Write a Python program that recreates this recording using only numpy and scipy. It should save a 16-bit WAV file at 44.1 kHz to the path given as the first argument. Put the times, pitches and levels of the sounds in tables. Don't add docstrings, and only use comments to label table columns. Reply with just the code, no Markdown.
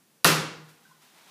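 import sys
import numpy as np
from scipy import signal
from scipy.fft import rfft, irfft
from scipy.io import wavfile

SR = 44100
rng = np.random.default_rng(int(sys.argv[2]) if len(sys.argv) > 2 else 0)


def unload_wav(signal):
    wavfile.write(
        sys.argv[1],
        SR,
        np.round(np.clip(np.atleast_2d(signal).T, -1, 1) * 32767).astype(np.int16),
    )


N = 57330
T = np.arange(N) / SR
CHOP_S = .2445


def from_db(db):
    return 10 ** (np.asarray(db) / 20)


def at_hz(points, hz, axis=1):
    table = np.array(points)
    log_hz = np.log(np.maximum(hz, 1))
    return np.interp(log_hz, np.log(table[:, 0]), table[:, axis])


def noise(colour):
    hz = np.fft.rfftfreq(N, 1 / SR)
    spectrum = rfft(rng.standard_normal(N)) * from_db(at_hz(colour, hz))
    shaped = irfft(spectrum, N)
    return shaped / shaped.std()


def envelope(start, attack, hold, t60):
    age = np.maximum(T - start, 0)
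    rise = 1 - np.exp(-age / attack)
    fall = np.exp(-np.log(1000) * np.maximum(age - hold, 0) / t60)
    return rise * fall


def ring(modes, start, attack, alternate=False):
    out = np.zeros(N)
    for k, (hz, db, t60) in enumerate(modes):
        sign = -1 if alternate and k % 2 else 1
        sine = np.sin(2 * np.pi * hz * (T - start))
        out += sign * from_db(db) * sine * envelope(start, attack, 0, t60)
    return out


# t/s, level/dB, length/s
BITE_STAGES = [(0.2446, -14.5, 0.0012), (.2457, -10, 0.0013)]
# f/Hz, relative level/dB per Hz
BITE_COLOUR = [(40, -35), (200, -12.5), (700, -6), (1500, -2.5), (4500, 2), (7500, -6.5), (11000, -1.5),
               (15000, -13)]


def bite():
    out = np.zeros(N)
    for start, db, length in BITE_STAGES:
        out += from_db(db) * noise(BITE_COLOUR) * envelope(start, .0002, length, t60=0.0087)
    return out


# f/Hz, level/dB, t60/s
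NUT_MODES = [(769, -18.5, 0.032), (1220, -5, 0.021), (1330, -10, 0.027), (1824, -8.5, .025)]


def knock():
    return ring(NUT_MODES, start=.2492, attack=0.00068)


# f/Hz, level/dB, t60/s
BOOM_MODES = [(157.6, -23.5, .74), (153.9, -29.5, .92), (171.5, -20.5, .32), (267, -33, .5),
              (313, -34, .85), (326, -30, .55), (388, -26.5, .45), (468, -34, .8), (483, -31, .6),
              (528, -26.5, .48), (592, -37, .5)]


def thump():
    return ring(BOOM_MODES, start=.250, attack=.008, alternate=True)


# f/Hz, level/dB, t60/s
BLADE_MODES = [(1010.5, -26, .45), (1204, -30.5, .5), (1423, -42, 1), (2724, -27.5, 0.58),
               (4727, -32, 0.47)]


def blade_ring():
    return ring(BLADE_MODES, CHOP_S, attack=0.009)


# delay t/s, level/dB
WALL_ECHOES = [(.0085, -13), (0.0146, -14), (0.0349, -19)]
# f/Hz, relative level/dB per Hz, t60/s
ROOM_TAIL = [(40, -51, 1.0), (74.2, -24.5, 1.0), (140, -2, 0.7), (260, -4.5, 0.74), (455, -1, 0.63),
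             (640, -6, 0.62), (1460, 0, 0.63), (1600, -3.5, 0.63), (2430, -5.5, 0.58), (5200, -7, 0.53),
             (7800, -12.5, 0.47), (11600, -13, .33), (15500, -18, .27)]
ROOM_DB, ROOM_BUILD_S, ROOM_HOLD_S = -17, 0.0022, 0.029


def kitchen(direct):
    echoes = np.zeros(N)
    for delay, db in WALL_ECHOES:
        echoes += from_db(db) * np.interp(T - delay, T, direct)

    hz = np.fft.rfftfreq(N, 1 / SR)
    field = rfft(noise([row[:2] for row in ROOM_TAIL]))
    centres = np.geomspace(40, 16000, 20)
    tail = np.zeros(N)
    for centre, weights in zip(centres, np.eye(len(centres))):
        band = irfft(field * np.interp(hz, centres, weights), N)
        t60 = at_hz(ROOM_TAIL, centre, axis=2)
        tail += band * envelope(CHOP_S + ROOM_BUILD_S, ROOM_BUILD_S, ROOM_HOLD_S, t60)
    return echoes + from_db(ROOM_DB) * tail


def chop():
    direct = bite() + knock()
    return direct + kitchen(direct) + thump() + blade_ring()


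# t/s, f/Hz, level/dB, length/s
BLADE_SQUEAKS = [(0.85, 1537, -56.5, 0.0086), (0.898, 1019, -59.5, 0.015), (0.904, 1482, -65, 0.023)]
SQUEAK_WIDTH_HZ, SQUEAK_T60_S = 67, 0.27


def squeaks():
    out = np.zeros(N)
    for start, hz, db, length in BLADE_SQUEAKS:
        b, a = signal.iirpeak(hz, hz / SQUEAK_WIDTH_HZ, fs=SR)
        once = signal.lfilter(b, a, rng.standard_normal(N))
        tone = signal.lfilter(b, a, once)
        out += from_db(db) * tone / tone.std() * envelope(start, 0.0064, length, SQUEAK_T60_S)
    return out


# t/s, level/dB, t60/s
STEEL_SCRAPES = [(0.683, -55, 0.24), (.828, -65, 0.87), (1.012, -57.5, 0.39)]
# f/Hz, relative level/dB per Hz
SCRAPE_COLOUR = [(200, -49), (1000, 4.5), (3500, 0.5), (9000, -2.5), (15000, -7)]
SCRAPE_ATTACK_S = 0.0058


def scrapes():
    out = np.zeros(N)
    for start, db, t60 in STEEL_SCRAPES:
        shape = envelope(start, SCRAPE_ATTACK_S, SCRAPE_ATTACK_S, t60)
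        out += from_db(db) * noise(SCRAPE_COLOUR) * shape
    return out


# t/s, level/dB
SLEEVE_LEVEL = [(.3, -113), (.65, -63), (.99, -66.5), (1.06, -60.5), (1.12, -61), (1.17, -57), (1.215, -57),
                (1.24, -58.5), (1.3, -53.5)]
# f/Hz, relative level/dB per Hz
SLEEVE_COLOUR = [(80, -36), (300, -5.5), (500, -5), (850, 3.5), (1300, -0.5), (3800, -3), (8000, -10.5),
                 (15000, -14.5)]


def sleeve():
    level_db = np.interp(T, *np.transpose(SLEEVE_LEVEL))
    return from_db(level_db) * noise(SLEEVE_COLOUR)


# f/Hz, relative level/dB per Hz
FLOOR_COLOUR = [(30, -24), (70, -15.5), (160, 12), (300, 7.5), (600, 0.5), (1500, -2.5), (4000, -5),
                (10000, -5.5), (15000, -8)]


def background():
    return from_db(-64) * noise(FLOOR_COLOUR)


def scene():
    withdrawal = squeaks() + scrapes() + sleeve()
    return (chop() + withdrawal + background())[None]


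def record(dry):
    low_pass = signal.ellip(12, .1, 70, 15400, fs=SR, output="sos")
    return signal.sosfilt(low_pass, dry)


dry = scene()
out = record(dry)
unload_wav(out)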